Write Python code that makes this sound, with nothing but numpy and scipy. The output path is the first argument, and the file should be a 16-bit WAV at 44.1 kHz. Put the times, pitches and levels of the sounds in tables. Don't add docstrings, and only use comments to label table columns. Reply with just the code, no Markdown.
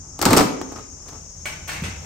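import sys
import numpy as np
from scipy import signal
from scipy.fft import rfft, irfft
from scipy.io import wavfile
from scipy.ndimage import uniform_filter1d

SR = 44100
rng = np.random.default_rng(int(sys.argv[2]) if len(sys.argv) > 2 else 0)


def inscribe(sig):
    pcm = np.round(np.clip(np.atleast_2d(sig).T, -1, 1) * 32767)
    wavfile.write(sys.argv[1], SR, pcm.astype(np.int16))


N = 90404

# f/Hz, level/dB
TICK_COLOUR = [(1000, -27), (3500, -7), (5500, -5), (8300, 3.5), (11500, -0.5), (16000, -4.5)]


def amp(db):
    return 10 ** (np.asarray(db) / 20)


def unit(x):
    return x / np.sqrt(np.mean(x ** 2) + 1e-20)


def read(points, hz):
    f, value = np.transpose(points)
    return np.interp(np.log(hz + 1), np.log(f + 1), value)


def fader(points):
    return amp(np.interp(np.arange(N) / SR, *np.transpose(points)))


def add(mix, s, sound):
    part = mix[round(s * SR):][:len(sound)]
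    part += sound[:len(part)]


def convolve(x, response):
    return signal.fftconvolve(np.atleast_2d(x), np.atleast_2d(response), axes=1)[:, :N]


def eq(gain_db, size=4096):
    hz = abs(np.fft.fftfreq(size, 1 / SR))
    log_gain = np.log(amp(np.maximum(gain_db(hz), -100)))
    return np.fft.ifft(np.exp(np.conj(signal.hilbert(log_gain)))).real[:size // 2]


def colour(x, points):
    response = eq(lambda hz: read(points, hz))
    return convolve(x, response / np.linalg.norm(response))


def pan(left_db):
    return amp([[left_db], [-left_db]])


def from_left(pair, lag_s=0.000014):
    delay = np.exp(-2j * np.pi * np.fft.rfftfreq(N, 1 / SR) * lag_s)
    return np.array([pair[0], irfft(rfft(pair[-1]) * delay, N)])


def stereo_noise(size, mono_below_hz=210):
    mid, side = rfft(rng.standard_normal((2, size)))
    hz = np.fft.rfftfreq(size, 1 / SR)
    width = np.pi / 4 * (1 - 1 / (1 + (hz / mono_below_hz) ** 2))
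    mid, side = mid * np.cos(width), side * np.sin(width)
    return irfft([mid + side, mid - side], size)


def clicks(per_s, spread_db):
    size = amp(spread_db * np.minimum(rng.exponential(1, N), 4))
    return unit(size * rng.choice([-1, 1], N) * (rng.random(N) < per_s / SR))


def blows(rows):
    force, t = np.zeros(N), np.arange(SR // 10) / SR
    for s, db, decay in rows:
        burst = clicks(per_s=6000, spread_db=2.5)[:len(t)] * np.exp(-t / decay)
        burst[0] = 2.1
        add(force, s, amp(db) * burst / np.linalg.norm(burst) * np.sqrt(decay * SR / 2))
    return force


def impulse(s, db, decay):
    force = np.zeros(N)
    add(force, s, amp([db]) * np.sqrt(decay * SR / 2))
    return force


def ringing(force, modes):
    t = np.arange(SR) / SR
    ring = sum(amp(db) * np.exp(-np.log(1000) * t / t60) * np.sin(2 * np.pi * hz * t)
               for hz, db, t60 in modes)
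    return convolve(force, ring / np.linalg.norm(ring))


def dense_ring(force, t60):
    keep = np.exp(-2 * np.log(1000) / t60 / SR)
    energy = signal.lfilter([1 - keep], [1, -keep], force ** 2)
    return np.sqrt(energy) * stereo_noise(N)


def room(x, build_s=0.00071):
    # f/Hz, t60/s
    decay_times = [(60, 0.46), (150, 0.82), (300, 0.86), (1000, 0.54), (2500, 0.57), (5000, 0.39),
                   (9000, 0.31), (16000, 0.25)]
    hz, t, bands = signal.stft(stereo_noise(SR), SR, nperseg=256)
    t60 = read(decay_times, hz)[:, None]
    bands = bands * np.exp(-np.log(1000) * t / t60) * (1 - np.exp(-t / build_s)) / np.sqrt(t60)
    spectrum = rfft(signal.istft(bands, SR, nperseg=256)[1])
    local_power = uniform_filter1d(abs(spectrum) ** 2, size=24, axis=1)
    tail = irfft(spectrum / np.sqrt(local_power + 1e-12))[:, :SR * 3 // 4]
    return convolve(x, tail / np.linalg.norm(tail[0]))


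def background():
    # f/Hz, level/dB
    air_colour = [(20, -11), (35, -7), (48, -9), (62, -19), (82, -6), (115, -4.5), (170, -6), (300, -18),
                  (600, -23.5), (1200, -28), (2500, -41), (4200, -76), (9000, -44), (16000, -46)]
    # f/Hz, level/dB
    rumble_colour = [(20, -22), (50, -6), (80, 12.5), (115, -5), (160, -3), (260, -13.5), (800, -46)]
    # t/s, level/dB
    rumble_ride = [(0, -47.5), (1.35, -47.5), (1.55, -41), (1.8, -38), (2.05, -39)]
    # f/Hz, level/dB
    hum_tones = [(48.4, -51), (80.7, -52), (156.1, -56.5)]
    # f/Hz, level/dB
    hiss_colour = [(3500, -77), (4700, -11), (5400, -4), (6300, 0), (6900, 3), (7600, -6.5), (9000, -17),
                   (12000, -91)]
    # f/Hz, half-width/Hz, level/dB
    hiss_peaks = [(5508, 36, -51.5), (5760, 29, -61), (6116, 130, -49.5), (6470, 21, -48.5),
                  (6860, 24, -60.5)]
    hz, t = np.fft.rfftfreq(N, 1 / SR), np.arange(N) / SR
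    noise = lambda gain: unit(irfft(rfft(stereo_noise(N)) * gain, N))
    hum = sum(amp(db) * np.sqrt(2) * np.sin(2 * np.pi * (f * t + rng.random())) for f, db in hum_tones)
    hiss = amp(-46.5) * noise(amp(read(hiss_colour, hz)))
    hiss += sum(amp(db) * noise(1 / (1 + ((hz - f) / width) ** 2)) for f, width, db in hiss_peaks)
    rumble = fader(rumble_ride) * noise(amp(read(rumble_colour, hz)))
    air = amp(-51) * noise(amp(read(air_colour, hz)))
    return air + rumble + hum + pan(left_db=3.5) * hiss


def mice():
    # t/s, level/dB
    scuffle_ride = [(0, -74), (0.9, -58.5), (1.2, -53.5), (1.33, -56), (1.44, -53), (2.05, -46)]
    # f/Hz, level/dB
    scuffle_colour = [(150, -3.5), (500, 7), (1500, -2.5), (3500, -8), (7000, -8), (15000, -20.5)]
    scratches = clicks(per_s=500, spread_db=0.5) * fader(scuffle_ride)
    return colour(dense_ring(scratches, t60=0.066), scuffle_colour)


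def bumps():
    # t/s, level/dB, f/Hz, swell/s
    thumps = [(0.2600, -13, 254, 0.0038), (0.2750, -20, 105, 0.011), (0.3050, -19, 104, 0.0067),
              (0.321, -12, 265, 0.0038), (0.3680, -19, 130, .006), (0.374, -11, 377, 0.0029),
              (0.4070, -17.5, 204.3, 0.0071), (0.4170, -15, 290, 0.0018), (0.4530, -18, 184, 0.00406),
              (1.821, -22, 158, 0.0046), (1.837, -29, 91.5, 0.0077), (1.8620, -29, 192, 0.0055),
              (1.8810, -27.5, 105, 0.005)]
    # f/Hz, level/dB
    chatter_colour = [(40, -35), (100, -24.5), (190, 2.5), (320, -5.5), (500, -6), (900, -19), (3000, -30)]
    swing, t = np.zeros(N), np.arange(SR // 5) / SR
    for s, db, hz, swell in thumps:
        add(swing, s, amp(db) * t / swell * np.exp(1 - t / swell) * np.sin(2 * np.pi * hz * t))
    chatter = blows([(s, db, 2 * swell) for s, db, _, swell in thumps])
    thud = swing + amp(-8) * colour(chatter, chatter_colour)
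    return thud + amp(-15) * room(thud)


def lid_landing():
    # t/s, clatter/dB, sparkle/dB, decay/s, ring over clatter/dB, pitch ratio from flexing
    hits = [(0.76, -43, -64, 0.0071, 11, .54), (1.4557, -24, -26.5, 0.0061, 0.5, 0.98),
            (1.677, -29, -32, 0.013, -16, 1.1), (1.692, -25, -34, 0.0039, -2, 1.14),
            (1.715, -29.5, -36, 0.0088, -2, 1), (1.732, -41, -52, 0.0096, 6, 1.22),
            (1.764, -34.5, -55, 0.0066, 3.5, .94), (1.837, -25.5, -50, 0.0078, -7, 1.14),
            (1.856, -38.5, -60, 0.01, 2, 1.24)]
    # f/Hz, level/dB
    clatter_colour = [(100, 0.5), (400, -5), (850, 0.5), (1300, 0.5), (2300, 3.5), (3000, -2), (3900, -5.5),
                      (6000, -7.5), (8500, -10.5), (12000, -18.5), (16000, -29)]
    # f/Hz, level/dB, t60/s
    mesh_modes = [(754, -7, .24), (889, -6, 0.17), (1677, -2, 0.14), (2024, -8, 0.3), (2288, 4, 0.3),
                  (2347, 2, 0.36), (2890, -12, 0.3)]
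    force = blows([(s, db, decay) for s, db, _, decay, _, _ in hits])
    sparkle = colour(blows([(s, db, decay) for s, _, db, decay, _, _ in hits]), TICK_COLOUR)
    ring = np.zeros((1, N))
    for s, db, _, decay, ring_db, flex in hits:
        flexed_modes = [(hz * flex, level, t60) for hz, level, t60 in mesh_modes]
        ring += ringing(impulse(s, db + ring_db, decay), flexed_modes)
    clatter = sparkle + colour(force + amp(2.5) * dense_ring(force, t60=0.061), clatter_colour)
    direct = from_left(amp(-5.5) * clatter + ring)
    reverb = amp(1) * room(clatter + amp(-11.5) * ring)
    return pan(left_db=0.5) * (direct + reverb)


def bucket(force):
    # f/Hz, level/dB
    knock_colour = [(30, -77), (70, -42.5), (150, -10.5), (240, 3), (330, 1), (450, 0), (560, -5),
                    (800, -3.5), (1250, -6.5), (1900, -16.5), (4000, -22), (10000, -59)]
    # f/Hz, level/dB, t60/s
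    body_modes = [(89, -16, .3), (120, -2, .5), (156, -9, 1.0), (191, -4, .3), (243, -2, .32),
                  (329, -1, .35), (370, -3, .4), (437, -5, .4), (651, -6, .3), (768, -5, .22),
                  (843, -7, .22), (888, -5, .22), (1090, -5, .25), (1198, -3, .25), (1305, -3, .27)]
    wall = force + dense_ring(force, t60=0.08)
    knock = colour(wall, knock_colour)
    return pan(left_db=0.5) * (knock + amp(-5.5) * ringing(wall, body_modes) + amp(-7) * room(knock))


def wires(force, ticks):
    # f/Hz, level/dB
    wire_colour = [(100, -45), (250, -34), (500, -5), (1200, 4), (2200, 2.5), (3500, 0), (4800, 7.5),
                   (6300, 4), (8200, 5), (12000, -4.5), (16000, -6)]
    # f/Hz, gain/dB
    dulling = [(2000, 4.5), (6000, 1), (9000, -1.5), (13000, -1)]
    # f/Hz, gain/dB
    lean = [(1000, -3.5), (2800, 3), (5500, 2.5), (8500, 0), (16000, 1.5)]
    snap = colour(force, wire_colour) + colour(ticks, TICK_COLOUR)
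    ring = amp(-2.5) * colour(dense_ring(force, t60=0.038), wire_colour)
    reverb = amp(-6.5) * room(snap + ring)
    diffuse = convolve(ring + reverb, eq(lambda hz: read(dulling, hz)))
    pan_eq = [eq(lambda hz: side * read(lean, hz)) for side in (1, -1)]
    return from_left(convolve(snap + diffuse, pan_eq))


def lid_pull():
    # t/s, tick/dB, wire chatter/dB, bucket knock/dB, chatter decay/s
    snags = [(0.1912, -22.5, -35, -29, 0.0053), (0.215, -13, -17, -17, 0.0036),
             (0.2252, -8.5, -18, -19.5, 0.0043), (0.2535, -10.5, -9.5, -17.5, 0.0039),
             (0.2614, -13, -16.5, -8.5, 0.0042), (0.2864, -28, -24, -11, 0.0016),
             (0.3069, -9.5, -21.5, -14, 0.01), (0.3312, -3, -12.5, -6.5, 0.0047),
             (0.3661, -9.5, -14, -12.5, 0.0024), (0.3695, -30, -13.5, -10, 0.0061),
             (0.3738, 1, -12.5, -8, 0.0031), (0.3810, -33, -7.5, -6, 0.0011),
             (0.389, -25, -16, -9.5, 0.003), (0.396, -21, -17, -13.5, 0.0043),
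             (0.4067, -20, -21.5, -8.5, 0.0046), (0.413, -38, -26, -13.5, 0.0021),
             (0.6144, -38, -28.5, -20, 0.0013), (0.722, -35, -41, -27, 0.00082),
             (1.0832, -35, -43, -46, 0.014)]
    # t/s, relative level/dB
    slide_ride = [(0.179, -46.5), (0.228, -20), (0.27, -15.5), (0.35, -14), (0.41, -18), (0.439, -24),
                  (0.53, -57), (0.579, -41), (0.69, -44), (0.73, -32.5), (0.792, -33), (0.831, -59),
                  (1.02, -48), (1.09, -40), (1.16, -37.5), (1.208, -61)]
    tick_decay_s = 0.0006
    slide = clicks(per_s=900, spread_db=4.5) * fader(slide_ride)
    ticks = blows([(s, db, tick_decay_s) for s, db, _, _, _ in snags])
    snaps = blows([(s, db, decay) for s, _, db, _, decay in snags])
    knocks = blows([(s, db, decay) for s, _, _, db, decay in snags])
    return wires(snaps + amp(-20) * slide, ticks) + bucket(knocks + amp(-9.5) * slide)


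def scene():
    return lid_pull() + lid_landing() + bumps() + background() + mice()


def record(dry):
    # f/Hz, width/Hz, gain/dB
    dips = [(10350, 620, -23), (13850, 520, -23)]
    ceiling, cutoff_hz = 1.15, 15800
    rounded = ceiling * np.tanh(dry / ceiling)
    treble_dips = eq(lambda hz: sum(db * np.exp(-((hz - f) / width) ** 2) for f, width, db in dips))
    lowpass = signal.firwin(255, cutoff_hz, window=("kaiser", 8), fs=SR)
    return signal.oaconvolve(convolve(rounded, treble_dips), lowpass[None], "same")


dry = scene()
out = record(dry)
inscribe(out)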